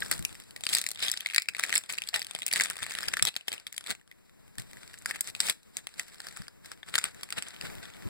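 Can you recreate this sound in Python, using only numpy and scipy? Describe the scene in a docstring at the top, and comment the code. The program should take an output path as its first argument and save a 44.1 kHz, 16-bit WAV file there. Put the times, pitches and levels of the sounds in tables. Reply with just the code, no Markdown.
"""A desk in a small, quiet room; just in front of a small two-port microphone, hands pull open and
crumple the foil wrapper of a card pack. Behind it lie the room's hush and the rub and bump of hands
on pack and desk. Each squeeze of the fingers swells a hiss of sliding foil and a crackle of tiny
creases, and once the foil squeaks under a thumb. Foremost, big creases buckle with sharp snaps
that ring a small panel of foil."""
import sys
import numpy as np
from scipy import signal
from scipy.fft import rfft, irfft, next_fast_len
from scipy.io import wavfile
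from scipy.ndimage import uniform_filter1d

SR = 44100
rng = np.random.default_rng(int(sys.argv[2]) if len(sys.argv) > 2 else 0)


def to_wav(sig):
    """Store sig (one row per channel, or 1-D mono) as 16-bit WAV at the path in sys.argv[1].

    Samples outside -1..1 are clipped; the rate is SR.
    """
    pcm = np.clip(np.atleast_2d(sig), -1, 1) * 32767
    pcm = np.round(pcm).astype(np.int16)
    wavfile.write(sys.argv[1], SR, pcm.T)  # frames by channels


N = 356901
TIME = np.arange(N) / SR
PORT_LAG_S = 0.0003204  # sound's travel time from one port to the other
SPLIT_HZ = 4600  # where the foil's body ends and its treble begins
CLICK_SAMPLES = 512
CLICK_HZ = np.fft.rfftfreq(CLICK_SAMPLES, 1 / SR) + 1


def amp(db):
    """Decibels to gain."""
    return 10 ** (np.asarray(db) / 20)


def curve(rows, t):
    """Read (t/s, value) rows at times t."""
    return np.interp(t, *np.transpose(rows))


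def colour(points, hz):
    """Read (f/Hz, level/dB) points on a log-frequency axis."""
    f, db = np.transpose(points)
    return np.interp(np.log(hz + 1), np.log(f), db)


def unit(x):
    """Scale to rms 1."""
    return x / np.sqrt(np.mean(x ** 2))


def tint(x, points):
    """Filter by a spectrum, without changing the level of white noise."""
    size = next_fast_len(x.shape[-1])
    gain = unit(amp(colour(points, np.fft.rfftfreq(size, 1 / SR))))
    return irfft(rfft(x, size) * gain, size)[..., :x.shape[-1]]


def low_pass(x, hz):
    """Gentle low-pass without delay."""
    return signal.sosfiltfilt(signal.butter(2, hz, fs=SR, output="sos"), x)


def minimum_phase(db):
    """Spectrum of the sharpest attack that has these band levels."""
    cepstrum = irfft(np.log(amp(db)))
    half = len(cepstrum) // 2
    return np.exp(rfft(np.r_[cepstrum[0], 2 * cepstrum[1:half], np.zeros(half)]))


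def wander(rate_hz):
    """Smooth random drift with a spread near 1."""
    steps = rng.standard_normal(N // 100)
    return np.interp(TIME * rate_hz, np.arange(len(steps)), steps)


def add(out, t, sound):
    """Mix a short sound in at time t."""
    i = int(np.clip(t * SR, 0, N - 1))
    out[..., i:i + sound.shape[-1]] += sound[..., :N - i]


def diffuse(size):
    """Noise that crosses the two ports from the left and from the right."""
    left, right = rng.standard_normal((2, size))
    lag = int(round(PORT_LAG_S * SR))
    return unit(np.array([left + np.roll(right, lag), np.roll(left, lag) + right]))


# Room tone at the microphone: f/Hz, relative level/dB
HUSH_SPECTRUM = [(30, -16.5), (130, 11.5), (500, -22), (1100, -23), (2300, -6.5), (6000, -56), (15000, -33)]
def hush(level_db=-78.5):
    """The room's steady hush reaches the microphone from both sides."""
    return amp(level_db) * tint(diffuse(N), HUSH_SPECTRUM)


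def room(x, early_db=-15, early_s=0.0011, tail_db=-18, t60_s=0.19):
    """Close echoes off the desk and stacked cards, then a faint short tail."""
    t = np.arange(SR // 2) / SR
    early = amp(early_db) * unit(np.exp(-t / early_s) * (t > early_s / 2))
    tail = amp(tail_db) * unit(amp(-60 * t / t60_s) * (t > 2 * early_s))
    response = diffuse(len(t)) * (early + tail) / np.sqrt(len(t))
    return signal.fftconvolve(x, response, axes=1)[:, :N]


# Skin rubbing on the pack, close up: f/Hz, relative level/dB
RUB_SPECTRUM = [(30, -1), (150, 5.5), (850, -8.5), (2200, -16.5), (3300, -23.5)]
# Hands shifting on the pack: t/s, level/dB
RUB_LEVEL = [(0, -41.5), (.6, -54.5), (1.3, -63), (3.22, -54.5), (3.35, -68), (4.3, -60), (4.7, -54),
             (5.65, -59.5), (7.5, -53), (7.77, -43.5), (7.93, -54.5), (8.03, -46)]
# Soft knocks of hand and pack at the desk: t/s, level/dB
KNOCKS = [(.19, -34), (2.815, -43), (3.215, -37), (3.892, -42), (4.578, -37), (6.392, -38), (8.05, -32)]
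def hands(uneven_db=3, rise_s=0.0094, thump_db=-4, thump_hz=300, desk_hz=120):
    """Dull rubbing, and soft low knocks that briefly ring the desk top."""
    rub = tint(diffuse(N), RUB_SPECTRUM)
    out = rub * amp(curve(RUB_LEVEL, TIME) + uneven_db * wander(25))
    thump = amp(thump_db) * unit(low_pass(rub, thump_hz))
    for t, db in KNOCKS:
        age = np.maximum(TIME - t, 0)
        swell = age / rise_s * np.exp(1 - age / rise_s)
        out += amp(db) * swell * (thump + np.sin(2 * np.pi * desk_hz * age))
    return out


# Foil just in front of the microphone: f/Hz, relative level/dB
FOIL_SPECTRUM = [(40, -14.5), (120, -1.5), (300, -2.5), (700, -0.5), (1000, -6.5), (2100, -4.5), (3200, -6),
                 (4400, -6), (6300, -17.5), (8000, -7), (10300, -14.5), (12500, -21), (15200, -23.5)]
# How tight the creases are: t/s, treble over body/dB
CREASE_TIGHTNESS = [(0.0, 4.5), (0.9, 1), (0.98, -7), (1.84, -2), (2.9, -4.5), (5.09, 1), (5.15, -6.5),
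                    (5.22, 3), (6.05, 1), (8.09, -6.5)]
# How much the fingers slide rather than crease: t/s, hiss over crackle/dB
SLIDE_SHARE = [(0, -4.5), (.9, -7.5), (3.9, -6), (4.6, 0), (5.28, -3.5), (5.45, -2), (7.7, 5)]
def sliding(crisp_db=3, pouch_hz=1500, pouch_q=4, pouch_db=-3):
    """Foil hisses over fingers and cards, brighter where taut; a freer slide rings the pouch more."""
    hiss = tint(diffuse(N), FOIL_SPECTRUM)
    pouch = signal.lfilter(*signal.iirpeak(pouch_hz, pouch_q, fs=SR), hiss)
    hiss += amp(pouch_db + curve(SLIDE_SHARE, TIME) / 2) * pouch
    body = low_pass(hiss, SPLIT_HZ)
    treble = (hiss - body) * amp(curve(CREASE_TIGHTNESS, TIME) + crisp_db)
    flutter = amp(3 * wander(70) + 2 * wander(16))
    return unit((body + treble) * flutter)


def paths_to_ports(bounce_gain=0.36, bounce_s=0.0005527, bounce_hz=700, count=8):
    """Response at each port to a click arriving directly and off foil, fingers and desk."""
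    delay = np.r_[0, np.minimum(rng.exponential(bounce_s, count), CLICK_SAMPLES / SR / 2)]
    strength = bounce_gain * unit(rng.standard_normal(count))
    # small surfaces throw back the treble but hardly the bass
    thrown = strength[:, None] * CLICK_HZ / np.hypot(CLICK_HZ, bounce_hz)
    gain = np.vstack([np.ones_like(CLICK_HZ), thrown])
    # the direct sound comes from the left, the bounces from either side
    side = np.r_[1, rng.choice([-1, 1], count)]
    lag = PORT_LAG_S * side * (1 + 0.11 * rng.standard_normal(count + 1))
    arrival = PORT_LAG_S + delay + np.array([[-.5], [.5]]) * lag
    return np.sum(gain * np.exp(-2j * np.pi * arrival[..., None] * CLICK_HZ), axis=1)


def click(panel_hz, treble_db, ring_db=8, ring_per_treble=0.36, baffle_db=6, ripple_db=4.5):
    """One crease buckles and rings a panel of foil, broadly since the fingers damp it. Energy 1."""
    detune = np.log(CLICK_HZ / panel_hz)
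    # large panels and slack creases ring most
    hump = min(2200 / panel_hz, 1) ** 2 / (1 + (detune / .22) ** 2)
    ring = max(ring_db - ring_per_treble * treble_db, 0) * hump
    bass_loss = baffle_db * np.clip(-detune, 0, 1)  # the panel radiates poorly below its ring
    ripple = unit(uniform_filter1d(rng.standard_normal(len(CLICK_HZ)), size=10, mode="constant"))
    db = colour(FOIL_SPECTRUM, CLICK_HZ) + ring - bass_loss + ripple_db * ripple
    # tighter creases put more of their energy above the panel's range
    upper = 1 / (1 + (CLICK_HZ / SPLIT_HZ) ** -10)
    power = amp(db) ** 2
    plain_treble_db = 10 * np.log10(power @ upper / (power @ (1 - upper)))
    db += upper * (treble_db - plain_treble_db)
    return unit(irfft(minimum_phase(db) * paths_to_ports())) / np.sqrt(CLICK_SAMPLES)


# Ring of the foil panel standing free between the fingers, higher when small: t/s, f/Hz
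PANEL_RING = [(.02, 1504), (.7, 4340), (1.12, 4275), (1.3, 2050), (1.8, 2114), (2.35, 3393), (2.54, 2080),
              (3.19, 1710), (3.226, 3620), (3.7, 2226), (5.15, 1552), (5.35, 2920), (6.2, 1611),
              (7.04, 1653), (7.4, 2600)]
def crackle(max_per_s=1000, scatter_db=7, cluster_db=6.5, busy_db=-27, evenness=0.4,
            panel_octaves=0.5, variety_db=6):
    """Tiny creases give way in clusters, merging to an even crunch under a hard squeeze. Rms near 1."""
    trebles_db = np.linspace(-18, 12, 12)
    panels_hz = np.geomspace(1500, 4800, 12)
    bank = [[click(hz, db) for db in trebles_db] for hz in panels_hz]
    when, strength, tightness, threshold, detune = rng.random((int(max_per_s * N / SR), 5)).T
    times = when * N / SR
    busy = np.minimum(effort(times) / amp(busy_db), 1)
    scatter = scatter_db * np.minimum(-np.log(1 - strength), 3.5)
    clusters = cluster_db * np.interp(times, TIME, wander(70))
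    sizes = amp((scatter + clusters) * (1 - evenness * busy))
    # each crease takes a click near the tightness and panel ring of its moment
    treble_db = curve(CREASE_TIGHTNESS, times) + variety_db * (2 * tightness - 1)
    treble_index = np.searchsorted(trebles_db[:-1], treble_db)
    panel_hz = curve(PANEL_RING, times) * 2 ** (panel_octaves * (2 * detune - 1))
    panel_index = np.argmin(np.abs(panel_hz[:, None] - panels_hz), axis=1)
    out = np.zeros((2, N))
    for i in np.flatnonzero(threshold < busy):
        add(out, times[i], sizes[i] * bank[panel_index[i]][treble_index[i]])
    power = uniform_filter1d(np.mean(out ** 2, axis=0), size=2600)
    return out / np.sqrt(power + np.mean(power) / 1000)


# Rustle of the wrapper held near the microphone between squeezes: t/s, level/dB
HOLDING_RUSTLE = [(0, -41.5), (.5, -54), (1.36, -39), (1.5, -65.5), (2.1, -44.5), (3.1, -43), (3.45, -55.5),
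                  (3.83, -52), (4.03, -66), (4.5, -65.5), (4.8, -52.5), (5.7, -64.5), (6.12, -52),
                  (6.57, -69.5), (7.35, -47), (8.09, -53)]
# Squeezes and pulls of the fingers: hardest at t/s, level/dB, build-up/s, let-go/s
FINGER_SQUEEZES = [(0.118, -35, 0.016, 0.11), (0.751, -27, 0.11, 0.11), (1.04, -27, 0.057, 0.13),
                   (1.599, -35.5, 0.062, 0.25), (1.757, -31, 0.12, 0.067), (1.897, -35.5, 0.012, 0.12),
                   (2.146, -29, 0.015, 0.074), (2.575, -28.5, 0.079, 0.18), (2.82, -34.5, 0.049, 0.073),
                   (3.021, -35.5, 0.34, 0.19), (3.279, -27.5, 0.037, 0.034), (3.527, -36, 0.066, 0.081),
                   (3.903, -31.5, 0.062, 0.046), (4.585, -39, 0.0056, 0.051), (5.097, -29.5, 0.026, 0.037),
                   (5.151, -36, 0.084, 0.07), (5.29, -37, 0.077, 0.026), (5.495, -28.5, 0.11, 0.039),
                   (5.785, -45.5, 0.065, 0.033), (5.995, -40, 0.031, 0.056), (6.245, -40.5, 0.033, 0.091),
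                   (6.385, -45, 0.11, 0.1), (6.665, -42.5, 0.028, 0.046), (6.725, -38.5, 0.026, 0.017),
                   (6.885, -42, 0.029, 0.031), (6.955, -30.5, 0.032, 0.032), (7.046, -35.5, 0.053, 0.07),
                   (7.385, -32.5, 0.015, 0.02), (7.65, -39.5, 0.06, 0.067), (7.835, -42, 0.0099, 0.053)]
def effort(t, roundness=1.29, range_db=20):
    """How hard the foil is worked at times t: each squeeze builds and lets go over a light hold."""
    power = amp(curve(HOLDING_RUSTLE, t)) ** 2
    for peak_s, db, build_s, let_go_s in FINGER_SQUEEZES:
        away = np.maximum((peak_s - t) / build_s, (t - peak_s) / let_go_s)
        near = away < 2
        power[near] += amp(db - range_db * away[near] ** roundness) ** 2
    return np.sqrt(power)


def flexing(slide_db=-1):
    """The work of the fingers is shared between creasing and sliding."""
    slip = amp(curve(SLIDE_SHARE, TIME))
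    blend = (crackle() + amp(slide_db) * slip * sliding()) / np.sqrt(1 + slip ** 2)
    return blend * effort(TIME)


# One squeak, left of the microphone: t/s, slip rate f/Hz, relative level/dB
THUMB_SQUEAK = [(2.13, 236.6, -39), (2.159, 220, -32.5), (2.203, 193, -58)]
# Resonances of the hollow pouch: f/Hz, Q, relative level/dB
POUCH_MODES = [(760, 13.5, 9), (1910, 6, -3)]
def squeak(jitter=0.015):
    """Foil sticks and slips under a slowing thumb; every slip is one impulse that rings the pouch."""
    t, hz, db = np.transpose(THUMB_SQUEAK)
    slip_hz = np.interp(TIME, t, hz) * (1 + jitter * wander(380))
    slips = np.diff(np.floor(np.cumsum(slip_hz) / SR), prepend=0)
    tone = sum(amp(mode_db) * signal.lfilter(*signal.iirpeak(f, q, fs=SR), slips)
               for f, q, mode_db in POUCH_MODES)
    tone = unit(tone) * np.interp(TIME, t, amp(db), left=0, right=0)
    return np.array([tone, np.roll(tone, int(PORT_LAG_S * SR))])


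# Big creases right in front of the microphone: t/s, relative level/dB, treble over body/dB
BIG_CREASES = [(0.0221, -29, -56), (0.114, -22.5, 9), (0.117, -26.5, 3.5), (0.2505, -24.5, 4.5),
               (0.563, -38.5, -8), (0.637, -32.5, -1), (0.667, -25.5, -3.5), (0.738, -27, 10),
               (0.75, -19.5, 6), (0.8151, -30, 2), (0.8655, -27, 2), (0.889, -31, 8), (0.915, -32.5, 5),
               (1.116, -24.5, 18), (1.174, -32.5, 1), (1.2608, -25, -12.5), (1.3467, -26, -4),
               (1.3619, -21.5, 0), (1.3815, -16.5, -9.5), (1.421, -33.5, 2), (1.4869, -25, -6),
               (1.549, -33.5, -11), (1.596, -26, -2.5), (1.6372, -23, 1), (1.7271, -24, -8),
               (1.7546, -22, 17), (1.759, -21.5, -9), (1.779, -22, 13), (1.9251, -35.5, 21),
               (1.984, -27.5, -6), (2.02, -32, -4), (2.0886, -31, 4.5), (2.142, -24.5, -9.5),
               (2.2185, -32, -3.5), (2.3503, -30, -7), (2.42, -33, -8), (2.4649, -25.5, 13),
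               (2.481, -31.5, 7), (2.5141, -30.5, -8), (2.5286, -26, 9), (2.5365, -22.5, 4),
               (2.56, -26.5, 5), (2.5994, -22.5, -8), (2.6095, -20.5, -7), (2.637, -26.5, 12),
               (2.7005, -30.5, 6), (2.9217, -39, -2), (3.084, -26.5, -1.5), (3.138, -24.5, -6.5),
               (3.17, -27, -4.5), (3.1954, -28.5, -11), (3.225, -16, 5), (3.252, -24, 3),
               (3.3645, -27.5, -4), (3.4821, -27.5, -3.5), (3.6684, -36, -2), (3.727, -40, 9),
               (3.7655, -43, 14), (3.78, -31.5, 4.5), (4.1143, -47.5, -10), (4.5833, -36.5, 5.5),
               (4.7326, -47, -2), (4.9414, -44.5, -2), (4.9876, -48, 24), (5.0595, -26.5, 2),
               (5.2084, -23.5, 17), (5.3504, -34.5, -1), (5.4038, -20, 2.5), (5.498, -22.5, 0.5),
               (5.7694, -30.5, 5.5), (5.8704, -35, -1), (5.996, -29, 0), (6.203, -37.5, -1.5),
               (6.2862, -42, 4), (6.372, -39.5, -2), (6.482, -42.5, -1.5), (6.831, -42, -20),
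               (6.941, -29.5, -5), (6.9554, -20.5, -1.5), (6.9806, -24, 0), (6.986, -24, 0),
               (7.041, -24.5, 1), (7.233, -34, 3), (7.305, -37, 1), (7.325, -31, 1), (7.424, -33, 0),
               (7.4847, -42.5, 26), (7.612, -35, -2)]
def snaps(gain_db=25.5, flurry_db=-13, lead_s=0.00066, trail_s=0.005):
    """Big creases snap through and ring the free panel; a small one gives just before, two after."""
    out = np.zeros((2, N))
    for t, db, treble_db in BIG_CREASES:
        panel_hz = curve(PANEL_RING, t)
        start = t - PORT_LAG_S
        add(out, start, amp(db + gain_db) * click(panel_hz, treble_db))
        for offset_s in np.array([-lead_s, trail_s / 2, trail_s]) * rng.uniform(0.46, 2.4):
            size = amp(db + gain_db + flurry_db) * rng.random()
            add(out, start + offset_s, size * click(panel_hz, treble_db))
    return out


# Shelf on the foil's lows, thin where the wrapper stands free of the cards: t/s, level/dB
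FOIL_LOWS = [(.1, 2.5), (1.35, -7.5), (1.68, 0.5), (2, -2), (3.2, 0.5)]
def scene(lows_hz=1300):
    """The close wrapper, the hands and the room as they reach the two ports."""
    foil = snaps() + flexing()
    foil += (amp(curve(FOIL_LOWS, TIME)) - 1) * low_pass(foil, lows_hz)
    foil += squeak()
    return foil + room(foil[:1]) + hands() + hush()


def record(dry, leak=0.57, leak_hz=1200, balance_db=1, dull_hz=12000, top_hz=15800):
    """The desk microphone: bass leaks between its ports, peaks round off and the top is cut."""
    left, right = dry + leak * low_pass(dry.mean(axis=0) - dry, leak_hz)
    # the right port is duller, weaker and of opposite polarity
    right = .5 * (right + low_pass(right, dull_hz))
    ports = np.array([amp(balance_db) * left, -amp(-balance_db) * right])
    top_cut = signal.ellip(8, .2, 70, top_hz, fs=SR, output="sos")
    return signal.sosfilt(top_cut, np.tanh(ports))


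dry = scene()
out = record(dry)
to_wav(out)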